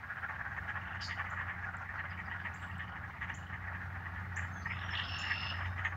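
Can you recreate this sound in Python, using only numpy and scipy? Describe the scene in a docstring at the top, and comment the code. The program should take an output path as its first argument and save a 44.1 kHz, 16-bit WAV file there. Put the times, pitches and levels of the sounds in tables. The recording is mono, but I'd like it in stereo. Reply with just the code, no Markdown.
"""Frogs quack near and far at a woodland pond at dusk: larynx pulses ring vocal sac and throat.
One small frog trills in quick knocks; birds flick, chip and scold in gliding notes, and a blackbird
warbles on both sides of its voice. Trunks scatter every call into a short tail.
Behind them: a far machine hum, road rumble, microphone hiss and three dry clicks."""
import sys
import numpy as np
from scipy import signal
from scipy.fft import rfft, irfft
from scipy.io import wavfile
from scipy.ndimage import uniform_filter1d

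SR = 44100
rng = np.random.default_rng(int(sys.argv[2]) if len(sys.argv) > 2 else 0)


def int16_out(signal):
    """Quantize to a 16-bit WAV file."""
    q = np.round(np.clip(np.atleast_2d(signal).T, -1, 1) * 32767)
    wavfile.write(sys.argv[1], SR, q.astype(np.int16))


N = 262836
LEFT_DB = 4.5  # left over right: the left port is more open


def undb(db):
    """dB to amplitude."""
    return 10 ** (np.asarray(db) / 20)


def unit(x):
    """Scale to RMS 1."""
    return x / np.sqrt(np.mean(x ** 2))


def ring(x, hz, *widths_hz):
    """Two-pole resonances in series, one per width; gain 1 at the centre."""
    for width_hz in widths_hz:
        x = signal.lfilter(*signal.iirpeak(hz, hz / width_hz, fs=SR), x)
    return x


def add(out, start_s, x, pan_db, lag_samples=0):
    """Mix x into out; pan and lag are left minus right."""
    i = int(start_s * SR)
    x = x[max(8 - i, 0):max(N - 8 - i, 0)]  # 8 samples of room for the lag
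    i = min(max(i, 8), N - 8)
    out[0, i + lag_samples:i + lag_samples + len(x)] += x * undb(pan_db / 2)
    out[1, i:i + len(x)] += x * undb(-pan_db / 2)


def curve(table):
    """Per-sample tracks from rows of time_s, values."""
    time_s, *columns = np.transpose(table)
    return [np.interp(np.arange(N) / SR, time_s, c) for c in columns]


def walk(rate_hz):
    """Slewed random steps, RMS 1."""
    k = int(SR / rate_hz)
    return unit(uniform_filter1d(np.repeat(rng.standard_normal(N // k + 1), k), k)[:N])


def coloured(spectrum, mid_share):
    """Shaped stereo noise, RMS 1; mid_share of the power is in phase at both ports."""
    hz, db = np.transpose(spectrum)
    bins_hz = np.maximum(np.fft.rfftfreq(N, 1 / SR), 1)
    gain = undb(np.interp(np.log(bins_hz), np.log(hz), db))
    mid, side = irfft(rfft(rng.standard_normal((2, N))) * gain, N)
    return unit(np.sqrt(mid_share) * mid + np.sqrt(1 - mid_share) * side * np.array([[1], [-1]]))


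def trunk_scatter(x, t60_s, wet_db, spread):
    """Add a dense echo tail; spread is its unshared-to-shared amplitude ratio at the ports."""
    t = np.arange(int(.9 * SR)) / SR
    shared, left, right = rng.standard_normal((3, len(t)))
    tail = (shared + spread * np.array([left, right])) * undb(-60 * t / t60_s)
    tail *= np.minimum(t / .0014, 1)
    tail /= np.sqrt(np.sum(tail ** 2, axis=1, keepdims=True))
    return x + undb(wet_db) * signal.fftconvolve(x, tail, axes=1)[:, :N]


def machine_hum(pitch_hz=89.72):
    """Far machine: two wavering partials."""
    # time_s, fundamental_db, octave_db
    levels = [(0.0, -56, -87), (0.06, -57, -83), (0.78, -51.5, -59.5), (2.51, -51, -64.5),
              (2.79, -48.5, -57), (3.07, -51, -69), (3.32, -49, -59.5), (4.73, -44, -55.5),
              (5.21, -49.5, -68), (5.66, -41.5, -57.5), (5.96, -47, -65)]
    fundamental_db, octave_db = curve(levels)
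    phase = 2 * np.pi * np.cumsum(pitch_hz + .589 * walk(6)) / SR
    fundamental = undb(fundamental_db + walk(3.79)) * np.sin(phase)
    octave = undb(octave_db + 1.36 * walk(4.5)) * np.sin(2 * phase)
    return np.sqrt(2) * (fundamental + octave)


def road_rumble():
    """Low road noise, drifting in level."""
    # freq_hz, relative_density_db
    spectrum = [(15, -18.5), (25, -56.5), (61, -1.5), (91, 0), (111, -2.5), (139, -5.5), (195, -9.5),
                (284, -18), (500, -28), (650, -52), (1100, -120)]
    # time_s, level_db
    levels = [(0.0, -55.5), (0.3, -52.5), (1.2, -51), (2.2, -51), (3.2, -50.5), (4.2, -50), (5.1, -46),
              (5.96, -50)]
    return coloured(spectrum, mid_share=.97) * undb(curve(levels)[0] + .78 * walk(2.987))


def microphone_hiss(level_db=-61):
    """Near-steady broadband noise."""
    # freq_hz, relative_density_db
    spectrum = [(300, -8.5), (600, 3.5), (2500, -1), (4000, -10), (6500, -20), (10000, -25), (15500, -19.5)]
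    return coloured(spectrum, mid_share=.54) * undb(level_db + .9 * walk(7))


def ticks():
    """Dry clicks close to the microphone: fast-damped sines."""
    # start_s, level_db, pitch_hz
    clicks = [(1.7696, -43, 7500), (2.686, -55, 7450), (2.783, -46.5, 7820)]
    out, t = np.zeros((2, N)), np.arange(400) / SR
    envelope = (1 - np.exp(-t / .0003)) * np.exp(-t / .00085)
    for start_s, db, hz in clicks:
        add(out, start_s, undb(db) * envelope * np.sin(2 * np.pi * hz * t), pan_db=-2.5)
    return out


def slur(start_hz, end_hz, length_s, rasp_hz, ease):
    """Gliding bird note; rasp_hz is the depth of a fast random pitch shake."""
    u = np.linspace(0, 1, int(length_s * SR))
    shake = unit(uniform_filter1d(rng.standard_normal(4000), size=32))[:len(u)]
    hz = end_hz + (start_hz - end_hz) * (1 - u) ** ease + rasp_hz * np.tanh(shake)
    beak_gain = (hz / max(start_hz, end_hz)) ** 1.3  # the beak favours the higher end
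    return beak_gain * np.sin(np.pi * u) ** .5 * np.sin(2 * np.pi * np.cumsum(hz) / SR)


def bird_flicks(rise_hz=2030):
    """One bird flicks upward about once a second."""
    # start_s, level_db, top_hz, pan_db
    flicks = [(-.03, -62, 7500, 9), (1.297, -64.5, 7400, 14), (2.537, -58.5, 7570, 9),
              (3.339, -52, 7330, 8.5), (4.359, -49.5, 7460, 12), (5.182, -48.5, 7240, 9)]
    out = np.zeros((2, N))
    for start_s, db, top_hz, pan_db in flicks:
        note = slur(top_hz - rise_hz, top_hz, length_s=.017, rasp_hz=115, ease=2.48)
        add(out, start_s, undb(db) * note, pan_db - LEFT_DB)
    return out


def bird_scold(start_s=1.008, pan_db=6):
    """One harsh call: three falling bands at once."""
    # start_hz, end_hz, level_db, length_s, rasp_hz
    bands = [(4200, 3650, -57, 0.055, 200), (4850, 4700, -42.5, 0.065, 500), (6400, 6200, -58, 0.077, 990)]
    out = np.zeros((2, N))
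    for start_hz, end_hz, db, length_s, rasp_hz in bands:
        add(out, start_s, undb(db) * slur(start_hz, end_hz, length_s, rasp_hz, ease=2.53), pan_db - LEFT_DB)
    return out


def bird_notes():
    """Single gliding bird notes, including the blackbird's opening whistles."""
    # start_s, level_db, start_hz, end_hz, length_s, rasp_hz, pan_db
    notes = [(1.964, -70, 4930, 4060, 0.047, 60, 5), (2.121, -59, 2410, 3000, 0.041, 90, 0),
             (2.293, -57, 2540, 3050, 0.031, 89.5, -4), (2.605, -66.5, 7870, 7500, 0.044, 500, 7),
             (4.515, -68, 6250, 6420, 0.055, 60, 17), (4.56, -60, 6480, 6160, 0.071, 82.5, 1),
             (4.613, -61, 3840, 4520, 0.027, 600, 4), (4.56, -65.5, 3460, 3400, 0.029, 40, 0),
             (4.814, -54, 3910, 3400, .025, 60, -4), (5.644, -68, 3540, 3680, 0.085, 59.6, 0),
             (5.839, -63, 6970, 6370, 0.035, 300, 2)]
    out = np.zeros((2, N))
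    for start_s, db, *glide, pan_db in notes:
        add(out, start_s, undb(db) * slur(*glide, ease=2.96), pan_db - LEFT_DB)
    return out


def bird_chips(first_hz=5200, fall_hz=560, sag_hz_per_s=380, pan_db=8):
    """An even, fading row of falling chips, each a little lower."""
    # start_s, level_db
    chips = [(2.097, -62), (2.252, -65.5), (2.408, -70), (2.568, -69), (2.725, -76), (2.88, -75)]
    out = np.zeros((2, N))
    for start_s, db in chips:
        hz = first_hz - sag_hz_per_s * (start_s - chips[0][0])
        note = slur(hz, hz - fall_hz, length_s=.027, rasp_hz=160, ease=1.24)
        add(out, start_s, undb(db) * note, pan_db - LEFT_DB)
    return out


def warble(syllables, shake, throb, air_hz, air_width_hz):
    """One side of the voice: falling saw-tooth sweeps, every second one weaker, then turbulent air."""
    edge_s, glide_s, swell_db_per_s = .009, .012, 1.5
    sweep_rate_hz, buzz_start_s, air_db = 82, 4.93, -10
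    t = np.arange(N) / SR
    columns = np.transpose(syllables)
    current = np.maximum(np.searchsorted(columns[0], t) - 1, 0)
    start_s, length_s, start_hz, end_hz, db, depth_hz = columns[:, current]
    age_s = t - start_s
    centre_hz = start_hz + (end_hz - start_hz) * np.clip(age_s / length_s, 0, 1)
    centre_hz = uniform_filter1d(centre_hz, int(glide_s * SR))
    gate = np.clip(np.minimum(age_s, length_s - age_s) / edge_s, 0, 1)
    gate *= undb(db + swell_db_per_s * np.abs(age_s))
    cycle = np.cumsum(sweep_rate_hz * (1 + .17 * walk(25))) / SR
    pitch_hz = centre_hz + depth_hz * (1 - 2 * (cycle % 1) + shake * walk(700))
    swing = np.sin(np.pi * cycle)
    beat = (.5 + swing ** 2 * (1 + throb * swing)) * undb(1.3 * walk(60))
    air = unit(ring(rng.standard_normal(N), air_hz, air_width_hz, air_width_hz))
    air *= undb(air_db) * np.clip((t - buzz_start_s) / .011, 0, 1)
    return gate * beat * (np.sin(2 * np.pi * np.cumsum(pitch_hz) / SR) + air)


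def blackbird(beak_cutoff_hz=6100):
    """Two sides of the voice sing together, low-passed by the beak."""
    # both: start_s, length_s, start_hz, end_hz, level_db, warble_depth_hz
    high_syllables = [(4.665, 0.026, 5000, 5200, -63, 8.7), (4.703, 0.046, 5170, 5180, -64, 110),
                      (4.77, 0.056, 5230, 5520, -70, 15), (4.828, 0.075, 5680, 5620, -68, 15),
                      (4.9, 0.0344, 5380, 5320, -54, 90), (4.968, 0.025, 5400, 5330, -55, 90),
                      (5.026, 0.043, 5120, 5140, -54, 80), (5.07, 0.45, 5370, 5170, -53, 95)]
    low_syllables = [(4.708, 0.162, 2870, 2950, -55, 330.7), (4.898, 0.012, 3425, 3378, -44, 40),
                     (4.932, 0.082, 2904, 3017, -41.5, 330), (5.016, 0.0517, 3356, 3140, -45.5, 210.4),
                     (5.078, .45, 2806, 2774, -46.5, 108.6)]
    high = warble(high_syllables, shake=.7, throb=.3, air_hz=4600, air_width_hz=1100)
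    low = warble(low_syllables, shake=1, throb=.8, air_hz=3150, air_width_hz=1200)
    voice = signal.sosfilt(signal.butter(6, beak_cutoff_hz, fs=SR, output="sos"), high + low)
    return np.array([voice, voice])


def frog_trill(knock_rate_hz=210, rasp_hz=110):
    """Each pulse is a few quick knocks on a small sac; most phrases slow down and rise."""
    # start_s, pulse_count, first_gap_s, last_gap_s, first_hz, last_hz, level_db, end_fade_db
    phrases = [(.739, 16, .0372, .0428, 2700, 3020, -53.5, 12),
               (2.448, 15, .0355, .0445, 2680, 3020, -55, 18), (3.274, 6, .0362, .0405, 2900, 2980, -58, 0),
               (3.498, 3, .0312, .0305, 2920, 2880, -56, 6)]
    out, t = np.zeros((2, N)), np.arange(int(.048 * SR)) / SR
    knocks = 1.3 + .8 * np.cos(2 * np.pi * knock_rate_hz * t)
    knocks *= np.minimum(t / .0017, 1) * np.exp(-(t / .009) ** 2)
    for start_s, count, first_gap_s, last_gap_s, first_hz, last_hz, db, fade_db in phrases:
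        times_s = start_s + np.append(0, np.cumsum(np.linspace(first_gap_s, last_gap_s, count - 1)))
        for u, at_s in zip(np.linspace(0, 1, count), times_s):
            gain = undb(db - 3.5 * (1 - u) ** 3 - fade_db * u ** 16 + 2.2 * rng.standard_normal())
            shake = unit(uniform_filter1d(rng.standard_normal(len(t)), size=50))
            hz = first_hz + u * (last_hz - first_hz) + 50 * rng.standard_normal() + rasp_hz * shake
            add(out, at_s, gain * knocks * np.sin(2 * np.pi * np.cumsum(hz) / SR), pan_db=.3)
    return out


def quack(sac_hz, length_s, throat_db, rasp_trim_db, swell_power):
    """Uneven, breathy larynx pulses under a swell ring the vocal sac and the throat."""
    # modes for a 1700 Hz sac: centre_hz, width_hz, relative_db
    throat_modes = [(906, 190, -10), (1168, 313, -6.5), (2860, 200, -22.5), (6200, 1570, -25.5)]
    pulse_hz, sac_width_hz, puff_decay_s = 258.35, 463, .0048
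    rasp_centre_hz, rasp_width_hz = 3000, 1100
    at_s = np.cumsum(np.exp(.18 * rng.standard_normal(20)) / pulse_hz) - 1 / pulse_hz
    swell = np.sin(np.pi * np.clip(at_s / length_s, .06, 1) ** .74) ** swell_power
    strength = undb(3 * rng.standard_normal(20)) * swell * (at_s < length_s)
    pulses = np.zeros(int(.14 * SR))
    np.add.at(pulses, np.clip(at_s * SR, 0, len(pulses) - 1).astype(int), strength)
    puffs = signal.lfilter([.11], [1, -np.exp(-1 / (puff_decay_s * SR))], pulses)  # air after each pulse
    larynx = pulses + puffs * rng.standard_normal(len(pulses))
    push = signal.lfilter(*signal.butter(2, 2600, fs=SR), larynx)
    sac = ring(push, sac_hz, sac_width_hz, 1.23 * sac_width_hz)
    voice = signal.lfilter(*signal.butter(2, 2700, fs=SR), sac)
    voice += undb(rasp_trim_db - 28.5) * ring(larynx, rasp_centre_hz, *[rasp_width_hz] * 3)
    pitch_scale = (sac_hz / 1700) ** .72  # a small frog is higher all over
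    for hz, width_hz, db in throat_modes:
        gain = undb(db + throat_db + 2.4 * rng.standard_normal())
        voice += gain * ring(push, hz * pitch_scale, width_hz, 2 * width_hz)
    return voice / np.sqrt(np.sum(sac ** 2) / (.12 * length_s * SR))


def far_frogs(count=400):
    """A chorus of overlapping quacks, random in pitch, level and side."""
    # time_s, level_db
    levels = [(0.0, -52.5), (0.36, -48.5), (1.24, -45), (2.3, -48.5), (3.37, -50), (4.5, -48),
              (5.53, -44.5), (5.96, -48.5)]
    out = np.zeros((2, N))
    for start_s in np.linspace(-.08, N / SR - .03, count):
        pan, loudness = rng.standard_normal(2)
        lag, pitch, timing = np.tanh(rng.standard_normal(3))
        sac_hz = 1620 * np.exp(.19 * pitch)
        call = quack(sac_hz, length_s=.044, throat_db=1.97, rasp_trim_db=-25, swell_power=1.2)
        add(out, start_s + .012 * timing, undb(1.24 * loudness) * call, 1.5 * pan, int(6.6 * lag))
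    return unit(out) * undb(curve(levels)[0])


def near_frogs(length_s=.052):
    """Quacks that stand out, each from its own side."""
    # middle_s, level_db, sac_hz, rasp_trim_db
    quacks = [(0.041, -37.5, 1540, -15), (0.112, -33.5, 1530, -18), (0.177, -34.5, 1620, 3),
              (0.243, -30, 1550, -11), (0.3, -33, 1740, -14), (0.351, -38, 1630, 4), (0.41, -34, 1610, -14),
              (0.465, -33, 1580, -15), (0.525, -35.5, 1640, -6), (0.577, -32, 1680, -4),
              (0.63, -41, 1530, -5), (0.696, -30.5, 1650, 1), (0.77, -32, 1630, 2), (0.875, -38.5, 1610, 6),
              (0.915, -38.5, 1580, 9), (0.959, -35, 1570, 3), (1.02, -39, 1560, 19), (1.055, -47, 1670, 15),
              (1.114, -33, 1870, 12), (1.201, -30.5, 1710, 5), (1.273, -36, 1920, -3),
              (1.33, -33, 1410, -21), (1.379, -32.5, 1740, -9), (1.417, -32, 1650, 2),
              (1.497, -31, 1740, 3), (1.588, -39, 1650, -8), (1.643, -33.5, 1710, -17),
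              (1.681, -35, 1530, -16), (1.747, -36, 1500, -8), (1.819, -35.5, 1510, -17),
              (1.906, -37, 1730, -16), (1.963, -36, 1480, -10), (1.996, -32.5, 1770, 2),
              (2.05, -37.5, 1510, -2), (2.122, -38.5, 1780, 9), (2.191, -35.5, 2030, -2),
              (2.282, -37.5, 1820, -11), (2.322, -34.5, 1840, 4.5), (2.359, -36.5, 1530, -8),
              (2.405, -39, 1620, 8), (2.459, -31, 1905, 4), (2.637, -36.5, 1590, 11),
              (2.811, -34.5, 1810, 10), (2.963, -38.5, 1780, -5), (3.046, -40, 1780, -9),
              (3.232, -32.5, 1810, 6), (3.301, -33, 1780, 1), (3.541, -35, 1760, -9),
              (3.647, -42, 1720, -11), (3.682, -36.5, 1740, -18), (3.75, -36, 1710, -6),
              (3.825, -37, 1630, -14), (3.96, -38, 1700, -4), (4.063, -37.5, 1820, 5),
              (4.165, -37, 1750, 3), (4.198, -42, 1720, -6), (4.324, -40.5, 1740, 0),
              (4.384, -29.5, 1820, -1), (4.438, -35, 1730, 3), (4.67, -32, 1830, -6),
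              (4.717, -32.5, 2100, -1), (4.828, -38, 1780, 2), (4.901, -35, 1710, 13.5),
              (4.935, -32, 1830, 9), (5.004, -30.5, 1760, 4), (5.163, -36.5, 1580, 4),
              (5.246, -33.5, 1840, 2), (5.278, -35, 1840, 1), (5.315, -26.5, 1860, 5),
              (5.405, -43, 1800, 3), (5.489, -44, 1660, -3), (5.544, -35, 1800, -2),
              (5.615, -33.5, 1820, 7), (5.656, -35.5, 1930, 8.5), (5.796, -33.5, 1875, 3),
              (5.83, -38, 1500, -2), (5.862, -26, 1910, 9.5), (5.928, -37.5, 1680, -9)]
    out = np.zeros((2, N))
    for middle_s, db, sac_hz, trim_db in quacks:
        call = quack(sac_hz, length_s, throat_db=-4, rasp_trim_db=trim_db, swell_power=1.5)
        pan_db, lag = rng.standard_normal(2)
        add(out, middle_s - .48 * length_s, undb(db) * call, pan_db, int(4.8 * np.tanh(lag)))
    return out


def scene():
    """Calls with their echoes over hum, rumble and hiss, at two microphone ports."""
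    song = trunk_scatter(blackbird(), t60_s=.3, wet_db=.5, spread=2.5)  # clearing
    song = trunk_scatter(song, t60_s=.75, wet_db=-11, spread=3.2)  # far woods
    frogs = trunk_scatter(near_frogs() + far_frogs(), t60_s=.17, wet_db=-7, spread=1)
    trill = trunk_scatter(frog_trill(), t60_s=.25, wet_db=-4, spread=.72)
    chips = trunk_scatter(bird_chips(), t60_s=.25, wet_db=-3, spread=3)
    birds = trunk_scatter(bird_flicks() + bird_scold() + bird_notes(), t60_s=.3, wet_db=1, spread=3.1)
    lows = (machine_hum() + road_rumble()) * undb([[-.6], [.6]])
    ports = (lows + ticks() + birds + chips + song + trill + frogs) * undb([[LEFT_DB / 2], [-LEFT_DB / 2]])
    ports[0] = np.roll(ports[0], 1)  # the left port hears a sample late
    return ports + microphone_hiss()


def record(dry):
    """The phone cuts the treble above 15750 Hz."""
    return signal.sosfilt(signal.ellip(14, .2, 60, 15750, fs=SR, output="sos"), dry)


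dry = scene()
out = record(dry)
int16_out(out)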